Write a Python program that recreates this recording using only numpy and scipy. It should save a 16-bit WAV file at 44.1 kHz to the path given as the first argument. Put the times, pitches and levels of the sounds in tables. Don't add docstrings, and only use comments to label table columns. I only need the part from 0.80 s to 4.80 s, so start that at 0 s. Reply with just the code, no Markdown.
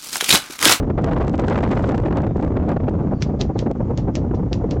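import sys
import numpy as np
from scipy import signal
from scipy.fft import rfft, irfft
from scipy.io import wavfile
from scipy.ndimage import uniform_filter1d

SR = 44100
rng = np.random.default_rng(int(sys.argv[2]) if len(sys.argv) > 2 else 0)


def waveform_to_disk(signal):
    frames = np.transpose(np.atleast_2d(signal))
    scaled = np.clip(frames, -1, 1) * 32767
    samples = np.round(scaled).astype(np.int16)
    wavfile.write(sys.argv[1], SR, samples)


N = 176400
T = np.arange(N) / SR
EDDY_RATE_HZ = 108


def amp(db):
    return 10 ** (np.asarray(db) / 20)


def unit(x):
    return x / np.sqrt(np.mean(x ** 2) + 1e-20)


def noise(spectrum, size=N):
    hz, db = np.transpose(spectrum)
    f = np.fft.rfftfreq(size, 1 / SR)
    gain = amp(np.interp(np.log(f + 1), np.log(hz), db))
    return unit(irfft(rfft(rng.standard_normal(size)) * gain, size))


def wander(rate_hz):
    f = np.fft.rfftfreq(N, 1 / SR)
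    return unit(irfft(rfft(rng.standard_normal(N)) * f / (f + 4) * np.exp(-(f / rate_hz) ** 2), N))


def wind():
    # (time [s], level [dB])
    gust = [(0, 9), (.12, -1.5), (.23, 8), (.45, 7), (.55, 2), (.72, 8), (.95, 9), (1.2, 5.5), (1.4, 7.5),
            (1.52, 3), (1.9, 6), (2.25, 3.5), (2.6, -0.5), (3.2, 1.5), (3.6, 0), (4, 2)]
    # (middle time [s], level change [dB])
    lulls = [(0.208, -1.5), (1.542, -3), (1.99, -9.5), (2.11, -2.5), (2.385, -4.5), (2.563, -2.5),
             (2.729, -6.5), (2.93, -9), (2.982, -3.5), (3.16, -3), (3.329, -4), (3.701, -5.5)]
    # (peak time [s], level [dB], fall time [s])
    buffets = [(0.044, -16, 0.01), (0.079, -20, 0.008), (0.104, -10, 0.015), (0.186, -8, 0.021),
               (0.243, -9, 0.012), (0.287, -9, 0.017), (0.334, -10, 0.013), (0.37, -11, 0.023),
               (0.413, -10, 0.018), (0.445, -15, 0.011), (0.479, -11, 0.009), (0.543, -9, 0.011),
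               (0.595, -9, 0.021), (0.643, -9, 0.016), (0.685, -5, 0.009), (0.71, -6, 0.017),
               (0.76, -6, 0.01), (0.834, -7, 0.01), (0.918, -5, 0.028), (1.041, -8, 0.01),
               (1.092, -9, 0.017), (1.147, -7, 0.011), (1.182, -11, 0.01), (1.261, -7, 0.013),
               (1.33, -13, 0.019), (1.376, -9, 0.027), (1.445, -17, 0.009), (1.511, -20, 0.011),
               (1.561, -14, 0.009), (1.6, -16, 0.008), (1.631, -12, 0.018), (1.676, -22, 0.012),
               (1.77, -10, 0.011), (1.828, -15, 0.009), (1.894, -10, 0.016), (1.921, -12, 0.01),
               (1.968, -11, 0.012), (2.004, -15, 0.012), (2.084, -10, 0.011), (2.14, -18, 0.012),
               (2.2, -15, 0.028), (2.271, -18, 0.01), (2.32, -13, 0.028), (2.466, -21, 0.012),
               (2.498, -14, 0.017), (2.544, -19, 0.017), (2.61, -16, 0.026), (2.649, -22, 0.01),
               (2.701, -16, 0.022), (2.761, -14, 0.012), (2.826, -17, 0.011), (2.868, -11, 0.022),
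               (2.907, -15, 0.02), (2.959, -19, 0.016), (3.008, -15, 0.016), (3.11, -15, 0.02),
               (3.184, -20, 0.013), (3.286, -14, 0.028), (3.384, -21, 0.028), (3.446, -18, 0.014),
               (3.514, -14, 0.01), (3.542, -14, 0.016), (3.597, -17, 0.018), (3.635, -19, 0.01),
               (3.665, -22, 0.011), (3.721, -18, 0.016), (3.815, -18, 0.011), (3.843, -14, 0.013),
               (3.932, -19, 0.011), (3.965, -15, 0.016)]
    # (time [s], level [dB])
    fizz_level = [(0, -7.5), (.7, -3), (1.4, -6), (1.75, -3.5), (2.1, -3.5), (2.35, -20), (4, -18.5)]
    # (frequency [Hz], level [dB])
    rumble_tone = [(10, -36), (30, -9.5), (60, 0), (115, 0.5), (200, -4), (330, -10), (600, -48.5),
                   (1200, -38.5), (3000, -97)]
    swirl_tone = [(40, -14), (150, -3), (280, 0), (480, -4), (800, -13), (1300, -28), (2200, -46),
                  (4000, -66)]
    fizz_tone = [(300, 1.5), (750, 11), (1300, 1.5), (2200, -10), (4000, -26), (8000, -49)]
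    hiss_tone = [(200, 6), (1000, -4.5), (2000, -3.5), (4000, -16.5), (7000, -15.5), (8000, -32)]
    lull_s, overload_db, clip_hardness = 0.026, -8.5, 9
    eddy_growth, fizz_growth, hiss_growth = 2.034, 1.7, 0.46

    dips_db = sum(db * np.exp(-np.minimum(((T - s) / lull_s) ** 2, 20)) for s, db in lulls)
    gust_db = np.interp(T, *np.transpose(gust)) + dips_db
    flutter_db = 4.5 * np.clip(wander(EDDY_RATE_HZ), -3, 1.5)
    lumps = amp(-30 + flutter_db + eddy_growth * gust_db)
    shoves = np.zeros(N)
    for s, db, fall_s in buffets:
        near = abs(T - s) < 2 * fall_s
        width = fall_s * np.where(T[near] < s, 0.64, 1)
        shoves[near] += amp(db) * np.exp(-2 * ((T[near] - s) / width) ** 2)
    surge = np.hypot(lumps, shoves)
    swirl = amp(-1.5) * surge * noise(swirl_tone)
    fizz_db = np.interp(T, *np.transpose(fizz_level))
    fizz = amp(fizz_db) * surge ** fizz_growth * noise(fizz_tone)
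    rumble = amp(-19 + gust_db) * noise(rumble_tone)
    push = rumble + swirl + fizz
    clipped = push / (1 + abs(push / amp(overload_db)) ** clip_hardness) ** (1 / clip_hardness)
    hiss = amp(-54.5 + hiss_growth * gust_db) * noise(hiss_tone)
    return clipped + hiss


def crackles():
    # (time [s], rate [crackles per s])
    crackle_rate = [(.15, 0), (.25, 150), (.6, 200), (.7, 800), (1.02, 750), (1.2, 60), (2.3, 0)]
    # (time [s], level [dB])
    sharp_crackles = [(0.2438, -7), (0.481, -14), (0.496, -17), (0.58, -19), (0.597, -11), (.683, -9),
                      (0.7, -11), (.914, -15), (1.092, -12), (1.179, -16), (1.372, -12.5), (1.47, -27),
                      (1.5995, -39), (1.644, -32), (1.892, -18), (1.918, -24), (2.096, -26.5), (2.914, -21)]
    settle_s, gap_s, fade_db = 0.00072, 0.0017, 8

    hit = rng.random(N) < np.interp(T, *np.transpose(crackle_rate)) / SR
    jumps = hit * rng.standard_normal(N)
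    jumps *= amp(-30 + 4 * np.minimum(wander(EDDY_RATE_HZ), 1))
    for s, db in sharp_crackles:
        for k, gap in enumerate(rng.uniform(.3, 1.3, size=4)):
            jumps[round(s * SR)] = amp(db - k * fade_db) * (-1) ** k
            s += gap * gap_s
    return signal.lfilter([1], [1, -np.exp(-1 / (settle_s * SR))], jumps)


def squeaks():
    # (middle time [s], fade time [s], pitch [Hz], slide [Hz per s], level [dB])
    whistles = [(1.5, .04, 3650, 0, -61), (2.38, .05, 4550, -1000, -62), (2.468, .025, 4580, 2000, -58),
                (2.768, .02, 4100, -22000, -60)]
    waver = 1 + .025 * wander(rate_hz=300)
    out = np.zeros(N)
    for s, fade_s, hz, slide, db in whistles:
        pitch_hz = (hz + slide * (T - s)) * waver
        swell = amp(db) * np.exp(-((T - s) / fade_s) ** 2)
        out += swell * np.sin(2 * np.pi * np.cumsum(pitch_hz) / SR)
    return out


def slap(db, bright_hz, brush_db, size=16384):
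    # (frequency [Hz], level [dB])
    slap_tone = [(400, -22), (1500, -5), (2200, -5), (3000, -6), (5800, -6.5), (7200, -14), (8200, -26.5)]
    # (pitch [Hz], level [dB], time to fade by 60 dB [s])
    pole_notes = [(1830, -3, .2), (2110, -6, .2), (2780, 0, .1), (3360, -3, .1), (4040, 0, .12),
                  (4554, -2, .12), (5660, -1, .12)]
    brush_s, crack_s, chatter_s, tail_s = 0.0077, 0.00044, 0.0081, 0.022
    crack_db, chatter_db, tail_db, pole_db = -9, -22.5, -35, -45
    ring_share = 0.34

    t = (np.arange(size) - size // 16) / SR
    after = np.maximum(t, 0)
    brush = amp(brush_db) * np.exp(-abs(t) / brush_s)
    crack = amp(crack_db) * (after / crack_s) ** 2 * np.exp(1 - (after / crack_s) ** 2)
    chatter = amp(chatter_db) * np.exp(-after / chatter_s)
    rattle = amp(2.5 * wander(rate_hz=394)[:size])
    contact = crack + np.where(t < 0, brush, chatter) * rattle
    notes = sum(amp(level - 60 * after / fade_s) * np.sin(2 * np.pi * (hz * after + rng.random()))
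                for hz, level, fade_s in pole_notes)
    tail = amp(tail_db) * np.exp(-after / tail_s) * noise(slap_tone, size)
    ring = amp(ring_share * db) * (amp(pole_db) * notes + tail) * (t > 0)
    f = np.geomspace(300, 10000, 60)
    boost_db = 5 * np.exp(-(np.log2(f / bright_hz) / .2) ** 2)
    tone_db = np.interp(f, *np.transpose(slap_tone)) + boost_db
    blow = amp(db) * contact * noise(np.c_[f, tone_db], size)
    return t, blow + ring


def halyard():
    # (time [s], level [dB], brightest pitch [Hz], brush before the hit [dB])
    slaps = [(2.4232, -4, 5600, -31.5), (2.6128, -5.5, 3900, -24), (2.7905, -9.5, 3600, -34.5),
             (3.1758, -17.5, 3600, -34), (3.3540, -8, 5900, -38), (3.5455, -40, 3000, -29),
             (3.7302, -9.5, 4900, -39), (3.9103, -16.5, 4600, -34)]
    out = np.zeros(N)
    for s, db, bright_hz, brush_db in slaps:
        t, sound = slap(db, bright_hz, brush_db)
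        start = round((s + t[0]) * SR)
        out[start:start + len(sound)] += sound[:N - start]
    return out


def scene():
    return (wind() + crackles() + halyard() + squeaks())[None]


def record(dry):
    low_cut_hz, high_cut_hz = 10, 8200
    sense_s, limit_db, recover_db_per_s = 0.075, -20.5, 57
    squeeze = 0.71

    x = signal.lfilter(*signal.butter(1, low_cut_hz, "high", fs=SR), dry)
    power_db = 10 * np.log10(abs(uniform_filter1d(x[0] ** 2, int(sense_s * SR))) + 1e-12)
    fall_db = T * recover_db_per_s
    held_db = np.maximum.accumulate(power_db + fall_db) - fall_db
    over_db = np.maximum(held_db - limit_db, 0)
    levelled = x * amp(-squeeze * uniform_filter1d(over_db, size=300))
    treble_cut = signal.firwin(161, high_cut_hz, window=("kaiser", 9), fs=SR)
    return signal.oaconvolve(levelled, treble_cut[None], "same")


dry = scene()
out = record(dry)
waveform_to_disk(out)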